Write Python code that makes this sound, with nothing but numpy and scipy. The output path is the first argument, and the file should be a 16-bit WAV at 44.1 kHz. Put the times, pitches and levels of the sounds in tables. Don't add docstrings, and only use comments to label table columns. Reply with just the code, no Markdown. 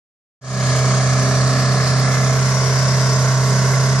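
import sys
import numpy as np
from scipy import signal
from scipy.fft import rfft, irfft, next_fast_len
from scipy.io import wavfile
from scipy.ndimage import uniform_filter1d, map_coordinates

SR = 44100
rng = np.random.default_rng(int(sys.argv[2]) if len(sys.argv) > 2 else 0)


def inscribe(sig):
    pcm = np.round(np.clip(np.atleast_2d(sig).T, -1, 1) * 32767)
    wavfile.write(sys.argv[1], SR, pcm.astype(np.int16))


def field_ratio(decibels):
    return 10 ** (np.asarray(decibels, dtype=float) / 20)


N = 176400
FADE_S, TICK_S = 0.41, 2.003


def unit(x):
    return x / np.sqrt(np.mean(x ** 2) + 1e-20)


def along(points, hz):
    f, v = np.transpose(points)
    return np.interp(np.log(hz + 1), np.log(f + 1), v)


def curves(rows, t):
    s, *cols = np.transpose(rows)
    return [np.interp(t, s, c) for c in cols]


def wobble(rate):
    at = np.arange(0, N + 64, 64)
    knots = rng.standard_normal(400)
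    return np.interp(np.arange(N), at, map_coordinates(knots, [at * np.clip(rate, 0, 90) / SR]))


def filtered(x, response):
    m = next_fast_len(N + SR // 2)
    return irfft(rfft(x, m) * response(np.fft.rfftfreq(m, 1 / SR)), m)[..., :N]


# order (multiple of the four-stroke cycle), before_turn_db, after_turn_db
PIPE_TONES = [(2, -29, -36), (3, -34, -30), (4, -2, -1), (5, -22, -22), (6, -18.5, -18.5),
              (7, -24.5, -29.5), (8, -20.5, -28), (9, -28, -46), (11, -35, -42), (12, -30.5, -27),
              (13, -30, -33), (14, -24.5, -23.5)]


def pipe(cycle, turn):
    fan_order, blades = 2.555, 4.95
    tones = [(round(order), before + turn * (after - before)) for order, before, after in PIPE_TONES]
    tones += [(fan_order, -23.5), (blades * fan_order, -25.5)]
    total = 0
    for order, db in tones:
        drift_db, drift_rad = (.4, .03) if order == 4 else (3, .2)
        level = field_ratio(db + drift_db * wobble(9))
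        phase = 2 * np.pi * (order * cycle + rng.random()) + drift_rad * wobble(7.26)
        total = total + level * np.sin(phase)
    return np.sqrt(2) * total


# before_turn_db, after_turn_db
KNOCK_TONES = [(-31, -29), (-31, -32), (-19, -22.5), (-24, -25), (-18, -19.5), (-22.5, -25), (-26, -33),
               (-24, -31), (-28, -31), (-34, -31), (-37, -31), (-40, -29), (-36, -31), (-32, -25),
               (-31, -26), (-23, -22), (-29, -25), (-21, -18), (-23, -27), (-25, -26), (-28, -32),
               (-20, -29), (-17.5, -29), (-27, -30), (-34, -37), (-24, -29), (-36, -29), (-38, -33),
               (-40, -35), (-37, -29), (-38, -29), (-29, -35), (-28, -34), (-22.5, -31), (-31, -38),
               (-32, -33), (-31, -37), (-42, -30)]
KNOCK_ORDERS = [*range(16, 25), *range(26, 46), 47, 50, 51, 52, 53, 56, 57, 58, 59]


def knock_tones(cycle, turn):
    place, lag_per_order, spread_rad = .12, .004, 1.3
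    total = 0
    for order, (before, after) in zip(KNOCK_ORDERS, KNOCK_TONES):
        level = field_ratio(-0.5 + before + turn * (after - before) + 1.34 * wobble(6.976))
        phase = 2 * np.pi * order * (cycle - place - lag_per_order * order)
        total = total + level * np.cos(phase + spread_rad * rng.normal() + 0.16 * wobble(9))
    return np.sqrt(2) * total


# place_in_cycle (0-1), level_db
KNOCKS = [
    (.12, 6),
    (.36, -5),
    (0.599, -7),
    (.88, -20),
]


def cylinder_blows(cycle):
    place, db = np.transpose(KNOCKS)
    scatter_db, jitter_s = 2.5, .00004
    turns = np.arange(int(cycle[-1]))[:, None] + place
    draw = rng.standard_normal((200, 2, len(place)))[:len(turns)]
    at = (np.interp(turns, cycle, np.arange(N)) + jitter_s * SR * draw[:, 0]).ravel()
    taps = np.floor(at)[:, None] + np.arange(-7, 9)
    gap = taps - at[:, None]
    shape = np.sinc(gap) * np.cos(np.pi * gap / 16) ** 2
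    size = field_ratio(db + scatter_db * draw[:, 1]).ravel()
    return np.bincount(np.clip(taps, 0, N - 1).astype(int).ravel(), (shape * size[:, None]).ravel(), N)


# pitch_hz, width_hz, before_turn_db, after_turn_db
PANELS = [(403.6, 78, -6, -3.5), (594, 93, 0, -1), (646, 79, 0.5, -1), (746, 125, -4, -7.5),
          (858, 110, -11.5, -5.5), (931, 115, -12, -3), (1110, 55, -5, -3), (1235, 62, -4.5, -15),
          (1333, 100, -6.5, -9), (1510, 150, -13.5, -6.5), (1701, 95, -3, -10), (1900, 184, -13, -13.5),
          (2060, 185, -14, -11), (2396, 175, -16.5, -27.5)]


def panels(x, column):
    def response(f):
        total = 0
        for k, row in enumerate(PANELS):
            damping = 1j * f * row[1]
            total = total + (-1) ** k * field_ratio(row[column]) * damping / (row[0] ** 2 - f * f + damping)
        return total / (1 + (f / 3200) ** 4) * field_ratio(19)
    return filtered(x, response)


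def block(cycle, turn):
    blows = cylinder_blows(cycle)
    gate = unit(np.convolve(blows, np.exp(-np.arange(600) / SR / 0.005))[:N])
    rattle = rng.standard_normal(N) * (1 + 0.56 * gate) * field_ratio(0.87 * wobble(11))
    knock = filtered(unit(blows), lambda f: 1 / (1 + (1860 / (f + 1)) ** 8))
    drive = field_ratio(-17.5) * knock + field_ratio(-14.5) * unit(rattle)
    return (1 - turn) * panels(drive, 2) + turn * panels(drive, 3)


# pitch_hz, share (0-1)
REPEATS = [(2000, .5), (2800, .4), (3500, .24), (5000, .24), (6200, .1), (9000, .04)]


def clatter(cycle):
    renew_s = .6
    turns = signal.resample(rng.standard_normal((3, 9, 1360)), 4 * 1360, axis=2)
    age = np.arange(N) / SR / renew_s
    where = [age, cycle % 1 * (turns.shape[2] - 1)]
    noise = np.array([map_coordinates(path, where, order=1) for path in turns])
    return noise / np.hypot(age % 1, 1 - age % 1)


# pitch_hz, level_db (per Hz)
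HISS_LEFT = [(2000, -4), (3000, -12), (5000, 1), (6700, -4.5), (7300, -7), (8400, -9.5), (10500, -19.5),
             (14500, -38.5)]
HISS_RIGHT = [(2000, -1), (3000, -6), (5000, -1), (6800, 1), (7300, -1), (8400, -5.5), (11000, -13),
              (14500, -24.5)]
# time_s, pitch_hz, boost_db
CAVITY_LEFT = [
    (.4, 6660, 11.5),
    (1, 6540, 10.5),
    (1.4, 5800, 3.5),
    (2, 5260, 4),
    (2.2, 5689, 6.5),
    (2.9, 5340, 9),
    (3.3, 5296, 3),
    (4, 5300, 3.5),
]
CAVITY_RIGHT = [
    (.4, 4500, 5.3),
    (1.2, 4870, 4),
    (2.02, 4620, 4.9),
    (2.08, 6447, 2),
    (3, 6071, 2.9),
    (4, 5942, 3.1),
]
# start_s, end_s, pitch_hz, width_hz, left_db, right_db
BANDS = [(0, 1.42, 2275, 110, 10, 7.5), (1.4, 2.3, 2000, 110, 6, 5.5), (2, 3, 2080, 110, 7, 6),
         (0, 2.05, 12200, 1000, 0, 3.5), (2.05, 4.3, 9500, 750, -5.5, 1), (2.05, 4.3, 11800, 1200, 4, 5.5),
         (4, 4.3, 1600, 130, 20.5, 16), (0, 1.15, 3200, 380, 8, 0), (0, 1.15, 8200, 900, -2.5, 1.5),
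         (0.5, 2.05, 5400, 260, 0.5, -3.5), (0, 2.05, 4680, 130, -0.5, 3.5), (0, 2.05, 7500, 300, -3, -2),
         (0, 1.1, 5220, 120, 4, 2), (2.5, 4.3, 5880, 120, 2, 5.5), (2.5, 2.7, 5800, 180, 4, 0),
         (1.5, 2.05, 5000, 110, 0, 4), (0, 2.05, 4200, 120, 0, 3), (3, 4.3, 5200, 130, 1.5, 2),
         (0.5, 2.05, 13500, 600, 0, 2.5), (2, 4.3, 14000, 570, 0, 5.5), (2.05, 4.3, 3400, 1000, -1, 1.5),
         (2.05, 4.3, 7200, 300, -11, -1.5), (2.05, 3, 8400, 600, 1.5, -2), (4, 4.3, 5800, 370, 3, -0.5),
         (1.15, 2.05, 3000, 300, 1.5, -0.5), (1.15, 2.05, 9100, 500, 2, 1), (2.1, 4.3, 6740, 130, 9, 2.5)]
# pitch_hz, left_lead_rad
LEAD = [(60, 0), (130, -0.19), (1210, 0.4), (2070, 1.1), (4480, -1.25), (5860, -1.5), (9560, -4),
        (14900, -11.5)]


def port_colour(hz, t):
    hz = hz[:, None]
    colour = []
    for port, cavity in [(HISS_LEFT, CAVITY_LEFT), (HISS_RIGHT, CAVITY_RIGHT)]:
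        peak, boost = curves(cavity, t)
        colour.append(along(port, hz) + boost * np.exp(-((hz - peak) / 740) ** 2))
    colour = np.array(colour)
    for start, end, centre, width_hz, *db in BANDS:
        present = np.clip(np.minimum(t - start, end - t) / 0.066, 0, 1)
        colour = colour + np.reshape(db, (2, 1, 1)) * np.exp(-((hz - centre) / width_hz) ** 2) * present
    return colour


def hiss(cycle):
    surge = np.cos(2 * np.pi * (cycle - .55)) + 0.36 * np.cos(4 * np.pi * (cycle - .1))
    pulse = field_ratio(surge + 0.53 * wobble(30.11))
    fresh = filtered(rng.standard_normal((3, N)), lambda hz: np.sqrt(1 - along(REPEATS, hz)))
    shared, *own = fresh + filtered(clatter(cycle), lambda hz: np.sqrt(along(REPEATS, hz)))

    def share(hz):
        return 0.58 / (1 + (hz / 7500) ** 4)

    def lead(hz):
        return np.exp(.5j * along(LEAD, hz) * [[1], [-1]])

    pair = filtered(shared, lambda hz: lead(hz) * np.sqrt(share(hz)))
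    pair = pair + filtered(np.array(own), lambda hz: np.sqrt(1 - share(hz)))
    hz, t, z = signal.stft(pair * pulse, SR, nperseg=512)
    patches = uniform_filter1d(uniform_filter1d(rng.standard_normal(z.shape), 7, 1), 16, 2)
    streaks = uniform_filter1d(uniform_filter1d(rng.standard_normal(z.shape), 2, 1), 90, 2)
    colour = port_colour(hz, t) + 1.32 * unit(streaks) + 0.53 * unit(patches)
    z = z / (1 + (1600 / (hz[:, None] + 1)) ** 6)
    return field_ratio(-10.5) * unit(signal.istft(z * field_ratio(colour), SR, nperseg=512)[1][:, :N])


# pitch_hz, level_db
RUMBLE = [(20, -15), (50, -15), (75, -10), (130, 0.5), (220, 0), (330, -10.5), (850, -23), (2200, -28.5)]


def rumble():
    air = filtered(rng.standard_normal(N), lambda hz: field_ratio(along(RUMBLE, hz)) / (1 + (hz / 2600) ** 6))
    return field_ratio(-20.5 + 0.74 * wobble(5.3)) * unit(air)


# pitch_hz, left_over_right_db
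SIDEWAYS = [(60, -1), (160, -3), (440, -3), (730, -1), (1210, -0.5), (1990, 5), (3280, 13)]
# pitch_hz, level_db
DIFFUSE = [(30, -8), (70, -20), (130, -39), (400, -17), (1000, -16.5), (2000, 2)]


def ports(x):
    def offset(hz):
        half_level = along(SIDEWAYS, hz) * np.log(10) / 40
        return np.exp((half_level + .5j * along(LEAD, hz)) * [[1], [-1]])

    decay = field_ratio(-60 * np.arange(SR // 4) / SR / 0.13)
    tail = rng.standard_normal((2, SR // 4)) * decay
    scatter = signal.fftconvolve(x[None], tail / np.linalg.norm(tail[0]), axes=1)[:, :N]
    return filtered(x, offset) + filtered(scatter, lambda hz: field_ratio(along(DIFFUSE, hz)))


def body_tick(t):
    return field_ratio(-38 - 60 * np.abs(t - TICK_S) / 0.0049) * rng.standard_normal((2, N))


# time_s, firing_hz, level_db, turn (0-1)
ENGINE = [(.4, 129, -15.5, 0.04), (.75, 128.3, -14.5, 0.24), (1.02, 129.7, -15, 0.15),
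          (1.22, 128.6, -15, 0.32), (1.4, 129.7, -14.5, 0.12), (2.1, 130.4, -15, 0.28),
          (2.25, 129.8, -15, 0.23), (2.42, 130.8, -15, 0.8), (2.6, 129.8, -15, 0.96),
          (2.8, 130.8, -15, 0.79), (3.25, 130.1, -15, 1), (3.6, 130.2, -15, 1), (3.8, 131.5, -15, 1),
          (4, 132.2, -15, 1)]


def scene():
    t = np.arange(N) / SR
    firing_hz, level_db, turn = curves(ENGINE, t)
    cycle = np.cumsum(firing_hz) / SR / 4
    turn = np.clip(turn, 0, 1)
    engine = pipe(cycle, turn) + knock_tones(cycle, turn) + block(cycle, turn) + rumble()
    return field_ratio(level_db) * (ports(engine) + hiss(cycle)) + body_tick(t)


SPARSE_HZ = [8300, 9400]
SPARSE_DB = [-69, -62]


def sparse(x):
    hz, t, z = signal.stft(x, SR, window="cosine", boundary="even", nperseg=2048, noverlap=1024)
    swing = unit(uniform_filter1d(rng.standard_normal((2, 65, len(t))), 3, 2))
    swing = np.repeat(swing, 16, 1)[:, :len(hz)]
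    level = np.sqrt(uniform_filter1d(np.abs(z) ** 2, 3, 1).clip(0))
    hz = hz[:, None]
    strong = level > field_ratio(np.reshape(SPARSE_DB, (2, 1, 1)) + 3.6 * swing)
    below = hz < np.reshape(SPARSE_HZ, (2, 1, 1))
    spared = (np.abs(t - [[TICK_S], [FADE_S + .005]]).min(0) < .012) & (hz < 14600)
    keep = strong | below | spared
    return signal.istft(z * keep, SR, window="cosine", nperseg=2048, noverlap=1024)[1][:, :N]


def low_pass(x):
    return signal.sosfilt(signal.butter(12, 15320, fs=SR, output="sos"), x)


def record(dry):
    ceiling, fade_length_s = .62, 0.29
    held = dry / (1 + np.abs(dry / ceiling) ** 5) ** (1 / 5)
    fade = np.clip((np.arange(N) / SR - FADE_S) / fade_length_s, 0, 1)
    return low_pass(sparse(held) * fade)


dry = scene()
out = record(dry)
inscribe(out)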